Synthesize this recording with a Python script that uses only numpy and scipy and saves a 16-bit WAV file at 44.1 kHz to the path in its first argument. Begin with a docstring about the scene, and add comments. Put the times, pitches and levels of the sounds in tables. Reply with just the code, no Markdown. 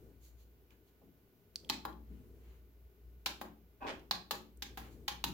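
"""The plastic buttons of a digital desk clock, pressed and released five times by a thumb, close to a
stereo pair of microphones. Each snap rattles the hollow case, rings the switch and thuds into the desk.
Between presses loose caps tick, the hand bumps and brushes the plastic, and once the case creaks and
scrapes under the grip. The place is a small, quiet room that answers every click; behind the clock lie
a wavering low hum, soft rumble, a faint whine and microphone hiss."""
import sys
import numpy as np
from scipy import signal
from scipy.fft import rfft, irfft, next_fast_len
from scipy.io import wavfile
from scipy.ndimage import uniform_filter1d

SR = 44100
rng = np.random.default_rng(int(sys.argv[2]) if len(sys.argv) > 2 else 0)


def file_out(sig):
    """Save sig as 16-bit WAV at sys.argv[1]."""
    # one column per channel
    cols = np.atleast_2d(sig).T
    # limit, then scale
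    lim = np.clip(cols, -1, 1)
    pcm = np.round(lim * 32767).astype(np.int16)
    wavfile.write(sys.argv[1], SR, pcm)


N = 235449
TIME = np.arange(N) / SR
AGE = np.arange(SR // 3) / SR  # time since a blow, in s


def click(level_db, bright_db, t60, tune, switch_hz, switch_db, top_db, thud_db, case_db, switch_width):
    """A switch snaps over, close up: the plastic rattles, case and switch ring, the desk thuds."""
    # spectra of the plastic's dense rattle and of the thud: f/Hz, relative level/dB
    rattle_spectrum = [(150, -13), (620, -11.5), (850, -1.5), (1800, -1), (2400, -1), (3300, 1.5),
                       (4600, 0), (5600, -5.5), (7000, -6.5), (8800, -18), (11000, -9.5), (15000, -6.5),
                       (17000, -17)]
    thud_spectrum = [(60, -16.5), (130, -14.5), (210, -1), (360, -1.5), (480, -6.5), (650, -14),
                     (900, -23.5), (2500, -59.5)]
    # modes of the hollow case (before tuning) and of the desk: f/Hz, relative level/dB, t60/s
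    case_modes = [(771, -7.5, 0.075), (839.5, -3, .065), (942.6, -7.5, 0.046), (1061.5, -6.5, 0.055),
                  (1159.7, -10, .05), (1368.8, -12.5, 0.049), (1611.3, -11.5, .045), (1898.2, -18, 0.026),
                  (3153.2, -14, 0.036), (3642, -17, 0.0223), (3937, -10.5, 0.023), (4240, -22, 0.02),
                  (4890, -21, 0.039)]
    desk_modes = [(120.1, -8.5, .4), (175.3, -1, .45), (218.36, 0, 0.4), (292.3, -2.5, .35), (362.6, 1, .3),
                  (560, -3.5, 0.33), (611, -12, .22)]
    fizz_db = top_db - .6 * min(bright_db, 0)  # the top fizz escapes 60 % of the thumb's muffling
    rattle = noise(lambda f: read(rattle_spectrum, f), len(AGE))
    rattle = colour(rattle, lambda f: bright_db / (1 + (1900 / (f + 1)) ** 4)
                    + fizz_db / (1 + (9000 / (f + 1)) ** 6))
    rattle *= fade(AGE, t60) + .5 * fade(AGE, .0061)  # the short term is the opening crack
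    case = amp(case_db) * ring(case_modes, tune) * amp([[1.5], [-1.5]])
    switch = noise(lambda f: 2 * hump(switch_hz, switch_hz / switch_width)(f), len(AGE))
    switch *= amp(switch_db) * fade(AGE, .0416)
    # the small case radiates little below its first mode
    snap = signal.sosfilt(signal.butter(3, 560, "high", fs=SR, output="sos"), rattle + case + switch)
    thud = noise(lambda f: read(thud_spectrum, f), len(AGE)) * fade(AGE, .0805)
    desk = amp(-11.5) * ring(desk_modes, spread=.15) * (1 - fade(AGE, .075))  # heavy, slow to move
    attack = 1 - fade(AGE, .00373)
    return amp(level_db) * attack * (snap + amp(thud_db) * (thud + desk))


def tick(level_db, hz, t60, grit_db):
    """A loose cap touches its guide: two short modes and grit, too small a part to radiate bass."""
    grit = amp(grit_db) * noise(hump(hz, q=1.54), len(AGE)) * fade(AGE, t60)
    pair = ring([(hz, -1, t60), (hz * 1.08, -5, t60 * .64)], spread=.5306)
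    low_cut = signal.butter(2, min(.663 * hz, SR / 3), "high", fs=SR)
    return amp(level_db) * signal.lfilter(*low_cut, pair + grit)


def creak_and_scrape(slips_per_s=125, jitter=.5, rub=.086, dull_hz=2000, grit_db=-19):
    """Uneven slips under the grip ring the case as a dull creak, then break into a gritty scrape."""
    # modes of the gripped case: f/Hz, relative level/dB, t60/s
    grip_modes = [(249, -20, 0.034), (447, -10, 0.019), (609, -9.5, 0.025), (796, -3.5, .03),
                  (942.7, 0, 0.023), (1085, -2.5, 0.0187), (1567, -9, 0.014), (2590, -4, .012)]
    # scraping plastic: f/Hz, relative level/dB
    scrape_spectrum = [(71, -45), (120, -29), (256, -5.5), (454, -5.5), (949, -3.5), (1340, -5.5),
                       (3310, -6.5), (3590, -10.5), (5750, -18), (8480, -30), (16000, -40)]
    # the two pushes: t/s, attack/s, hold/s, t60/s, level/dB
    creak_push = (3.803, .026, .04, .16, -44.5)
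    scrape_push = (3.861, .022, .02, .1, -43)
    wander = unit(uniform_filter1d(rng.standard_normal(N), 300))
    cycles = np.cumsum(slips_per_s * (1 + jitter * wander)) / SR
    slips = np.diff(np.floor(cycles), prepend=0) + rub * rng.standard_normal(N)
    creak = signal.oaconvolve(slips[None], ring(grip_modes, spread=.427), axes=1)[:, :N]
    creak = unit(signal.lfilter(*signal.butter(3, dull_hz, fs=SR), creak))
    grains = np.exp(-(cycles % 1) / .9)  # one burst a slip
    scrape = unit(noise(lambda f: read(scrape_spectrum, f), N) * grains)
    return push(*creak_push) * (creak + amp(grit_db) * scrape) + push(*scrape_push) * scrape


def push(start, attack, hold, t60, level_db):
    """Gain of one push on the case: it builds up, holds and dies away."""
    t = TIME - start
    return amp(level_db) * np.clip(t / attack, 0, 1) * fade(np.maximum(t - attack - hold, 0), t60)


def bump(level_db, hz, t60):
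    """The hand bumps the case: soft flesh gives a slow attack and no treble."""
    thump = noise(lambda f: 3 * hump(hz, q=.9)(f), len(AGE))
    return amp(level_db) * thump * fade(AGE, t60) * (1 - fade(AGE, .02))


def brush(length, level_db, hz):
    """Skin brushes the plastic in a swell of fine friction."""
    # colour of the rubbed plastic: f/Hz, gain/dB
    skin_colour = [(1000, 8), (1800, -2), (2250, 0.5), (2600, -2), (2900, 2.5), (3600, -3), (4400, 0.5),
                   (5200, -10), (6800, 3), (8500, -8.5), (12000, 5)]
    size = int(length * SR)
    friction = noise(lambda f: hump(hz, q=1.2)(f) + read(skin_colour, f), size)
    return amp(level_db) * friction * np.hanning(size)


def room(x, sets=3, turns_per_s=6):
    """The small room's reverberation; reflection sets alternate so no pitch rings on every click."""
    turn = TIME * turns_per_s
    wet = np.zeros((2, N))
    for k in range(sets):
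        share = np.sin(np.pi / 2 * np.minimum((turn - k) % sets, 2))
        wet += signal.oaconvolve(x * share, reflections(), axes=1)[:, :N]
    return wet


def reflections(build_s=.01768):
    """The nearby desk and wall reflect first; a diffuse tail builds up and dies band by band."""
    # reverberation of the small room: f/Hz, t60/s, level/dB
    room_bands = [(100, .6, 5.5), (350, 0.3974, 7.5), (800, 0.3235, -2.5), (1910, 0.2875, -0.5),
                  (4300, 0.312, -5.5), (7960, 0.264, -2.5), (15000, 0.29, -8.5)]
    bands = np.array(room_bands)
    hz, t, spectra = signal.stft(noise(lambda f: 0 * f, SR * 3 // 4), SR, nperseg=256)
    t60, wet_db = read(bands[:, :2], hz)[:, None], read(bands[:, ::2], hz)[:, None]
    tail = signal.istft(spectra * amp(wet_db) * fade(t, t60) / np.sqrt(t60), SR, nperseg=256)[1]
    t = np.arange(tail.shape[1]) / SR
    tail *= np.sqrt(np.log(1e6) / SR) * (1 - np.exp(-(t / build_s) ** 2))
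    for delay_s, db in [(.0049, -16.5), (.0118, -16), (.041, -20.5)]:
        for side in tail:
            side[int(delay_s * SR * rng.uniform(.9, 1.1))] += amp(db)
    return tail


def hum(hz=59.01, octave_db=-18, trim_db=.6, waver=.42):
    """The room's low hum: a tone and its octave, wavering with a narrow band of noise."""
    # rise and fall of the hum: t/s, level before trim/dB
    hum_levels = [(0.0, -65), (0.31, -57), (1.41, -83), (1.59, -66), (2.15, -51), (2.38, -62), (2.47, -55),
                  (2.72, -63), (2.86, -56), (2.93, -72), (3.06, -56), (3.84, -70), (3.99, -63), (4.3, -69),
                  (4.82, -52), (5.19, -57), (5.26, -51), (5.34, -59)]
    level_db = np.interp(TIME, *np.transpose(hum_levels)) + trim_db
    phase = 2 * np.pi * hz * TIME
    tone = np.sqrt(2) * (np.sin(phase) + amp(octave_db) * np.sin(2 * phase))
    return amp(level_db) * unit(tone + waver * noise(lambda f: 2 * hump(hz, q=3)(f), N))


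def rumble(floor_db=-69):
    """A soft rumble that swells as the hand shifts its hold."""
    # colour of the rumble: f/Hz, relative level/dB
    rumble_spectrum = [(20, -8), (40, -8), (80, 6.5), (125, 1), (165, -1.5), (290, -2.5), (420, 1),
                       (560, -16.5), (900, -23.5), (3000, -35.5)]
    # shifts of the hand: middle t/s, length/s, level/dB
    shifts = [(.02, .4, -62.5), (1.7, .4, -66), (2.3, .8, -65.5), (4.0, .4, -70), (4.92, .9, -60.5)]
    swells = sum(amp(db) * np.cos(np.pi * np.clip((TIME - s) / length, -.5, .5)) ** 2
                 for s, length, db in shifts)
    return (amp(floor_db) + swells) * noise(lambda f: read(rumble_spectrum, f), N)


def whine():
    """Faint steady tones of an appliance somewhere in the room."""
    # the appliance's tones: f/Hz, level/dB
    tones = [(635.2, -90.5), (1470, -93.5), (2078, -101), (2374, -100), (2907, -99)]
    return sum(amp(db) * np.sqrt(2) * np.sin(2 * np.pi * (hz * TIME + rng.random((2, 1))))
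               for hz, db in tones)


def hiss(level_db=-74.5):
    """The microphones' own steady noise."""
    # noise floor: f/Hz, relative level/dB
    hiss_spectrum = [(100, 9), (700, 5.5), (1400, 0.5), (2400, -0.5), (4000, -4.5), (7000, -8.5),
                     (8800, -17), (12000, 0.5), (15500, 3), (17000, -14)]
    return amp(level_db) * noise(lambda f: read(hiss_spectrum, f), N)


def ring(modes, tune=1, spread=.389):
    """Dying modes; each reaches the two microphones at its own phase."""
    out = np.zeros((2, len(AGE)))
    for hz, db, t60 in modes:
        phase = rng.uniform(0, 2 * np.pi) + spread * rng.choice([-1, 1]) * np.array([[1], [-1]])
        out += amp(db) * fade(AGE, t60) * np.sin(2 * np.pi * hz * tune * AGE + phase)
    return out


def noise(db_at, size):
    """Coloured noise of rms 1 at the two microphones: alike in the bass, unrelated in the treble."""
    # likeness across the pair: f/Hz, left-right correlation
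    likeness = [(50, 0.772), (300, 0.939), (600, 0.9), (1000, 0), (3000, 0.066), (15000, 0)]
    hz = np.fft.rfftfreq(2 * next_fast_len(size // 2 + 1), 1 / SR)
    mid, side = np.exp(2j * np.pi * rng.random((2, len(hz)))) * amp(db_at(hz))
    same = read(likeness, hz)
    mid, side = mid * np.sqrt(1 + same), side * np.sqrt(1 - same)
    return unit(irfft([mid + side, mid - side])[:, :size])


def colour(x, db_at):
    """Filters by a gain in dB given as a function of frequency."""
    size = next_fast_len(x.shape[-1])
    return irfft(rfft(x, size) * amp(db_at(np.fft.rfftfreq(size, 1 / SR))), size)[..., :x.shape[-1]]


def hump(hz, q):
    """The dB curve of one resonance."""
    return lambda f: -10 * np.log10(1 + (q * ((f + 1) / hz - hz / (f + 1))) ** 2)


def read(points, hz):
    """Reads a curve on a log-frequency axis."""
    f, value = np.transpose(points)
    return np.interp(np.log(hz + 1), np.log(f + 1), value)


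def fade(t, t60):
    """Decay by 60 dB in t60 seconds."""
    return np.exp(-np.log(1000) * t / np.maximum(t60, 1e-3))


def amp(db):
    """Decibels to gain."""
    return 10 ** (np.asarray(db) / 20)


def unit(x):
    """Scales to rms 1."""
    return x / np.sqrt(np.mean(x ** 2) + 1e-20)


def add(mix, s, sound):
    """Mixes a stereo sound in at s seconds."""
    part = mix[:, max(round(s * SR), 0):]
    part[:, :sound.shape[1]] += sound[:, :part.shape[1]]


def scene(tick_room_db=-7):
    """The clock handled close to the microphones, with the quiet room behind it."""
    # buttons snap down and spring back:
    # t/s, level/dB, brightness/dB, rattle t60/s, case tuning factor, switch f/Hz, switch level/dB
    presses = [(1.6979, -28.4, 4, .03, 1.029, 4250, -.5), (3.2598, -30.5, 3.7, .066, .985, 4123, -5),
               (4.1100, -28.5, -1.7, .057, 1.0, 4150, 4.5), (4.6223, -39.7, 7, .053, .98, 2900, -3),
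               (5.0800, -30.3, .3, .07, 1.0, 3500, -6)]
    releases = [(1.8513, -31.2, -17, .052, 1.0146, 3220, -30), (3.4130, -35, -12, .07, .98, 3250, -27),
                (4.3090, -30.5, 0, .068, 1.06, 4020, -1.5), (4.773, -37.7, -9.5, .135, .93, 3910, -18),
                (5.2399, -32.2, 4, .05, 1.089, 4004, -1)]
    # a press is crisp, a release more hollow: top fizz/dB, thud/dB, case ring/dB, switch width/Hz
    press_tone = (-3.8, -18.7, -4.7, 950)
    release_tone = (.5, -13.3, -2.2, 360)
    # the hand meets the case: t/s, level/dB, f/Hz, t60/s
    bumps = [(0.06, -63.5, 342, 0.31), (1.015, -58.5, 511.6, 0.067), (1.03, -61, 247, 0.19),
             (1.634, -54.5, 340, 0.147), (2.102, -54, 220, 0.173), (5.254, -45.5, 157.4, 0.306),
             (5.282, -47.5, 183, 0.207)]
    # skin on plastic: t/s, length/s, level/dB, centre f/Hz
    brushes = [(0.19, 0.135, -65.3, 5550), (0.355, 0.11, -71.8, 4550), (0.693, 0.0575, -70.5, 2050),
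               (0.849, 0.071, -77.5, 4000), (1.992, .3, -77, 2000), (2.33, 0.33, -74, 2100),
               (4.799, 0.121, -63.5, 2050), (4.879, 0.1023, -70.5, 4500)]
    # the thumb finds the loose caps: t/s, level/dB, f/Hz, t60/s, grit/dB
    ticks = [(0.706, -64, 2400, 0.0266, 1.5), (1.5584, -25.7, 4550, 0.0095, -10),
             (1.5635, -43, 4380, .014, -5), (1.6473, -50.5, 3250, 0.018, -8), (1.6917, -43, 3000, 0.059, 0),
             (1.928, -58.5, 3340, 0.018, -7), (3.995, -62.5, 4057, 0.026, 0), (4.573, -62, 8550, 0.016, 3),
             (5.0774, -53, 3200, .02, -9)]
    handling, caps = np.zeros((2, 2, N))
    for s, *row in presses:
        add(handling, s, click(*row, *press_tone))
    for s, *row in releases:
        add(handling, s, click(*row, *release_tone))
    for s, *row in bumps:
        add(handling, s, bump(*row))
    for s, *row in brushes:
        add(handling, s, brush(*row))
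    for s, *row in ticks:
        add(caps, s, tick(*row))
    handling += creak_and_scrape()
    reverb = room(handling + amp(tick_room_db) * caps)
    lows = (hum() + rumble()) * amp([[.7], [-.7]])  # a little to the left
    return handling + caps + reverb + lows + hiss() + whine()


def record(dry):
    """The two microphones differ a little in colour; the band ends at 16.3 kHz."""
    # f/Hz, left minus right/dB
    lean = [(60, 0), (160, 4), (500, -.5), (1100, 2.8), (2200, -1.8), (4500, -.8), (9000, 1),
            (14000, -3.7)]
    heard = colour(dry, lambda f: np.outer([.5, -.5], read(lean, f)))
    band_limit = signal.firwin(255, 16300, window=("kaiser", 8), fs=SR)
    return signal.oaconvolve(heard, band_limit[None], "same")


dry = scene()
out = record(dry)
file_out(out)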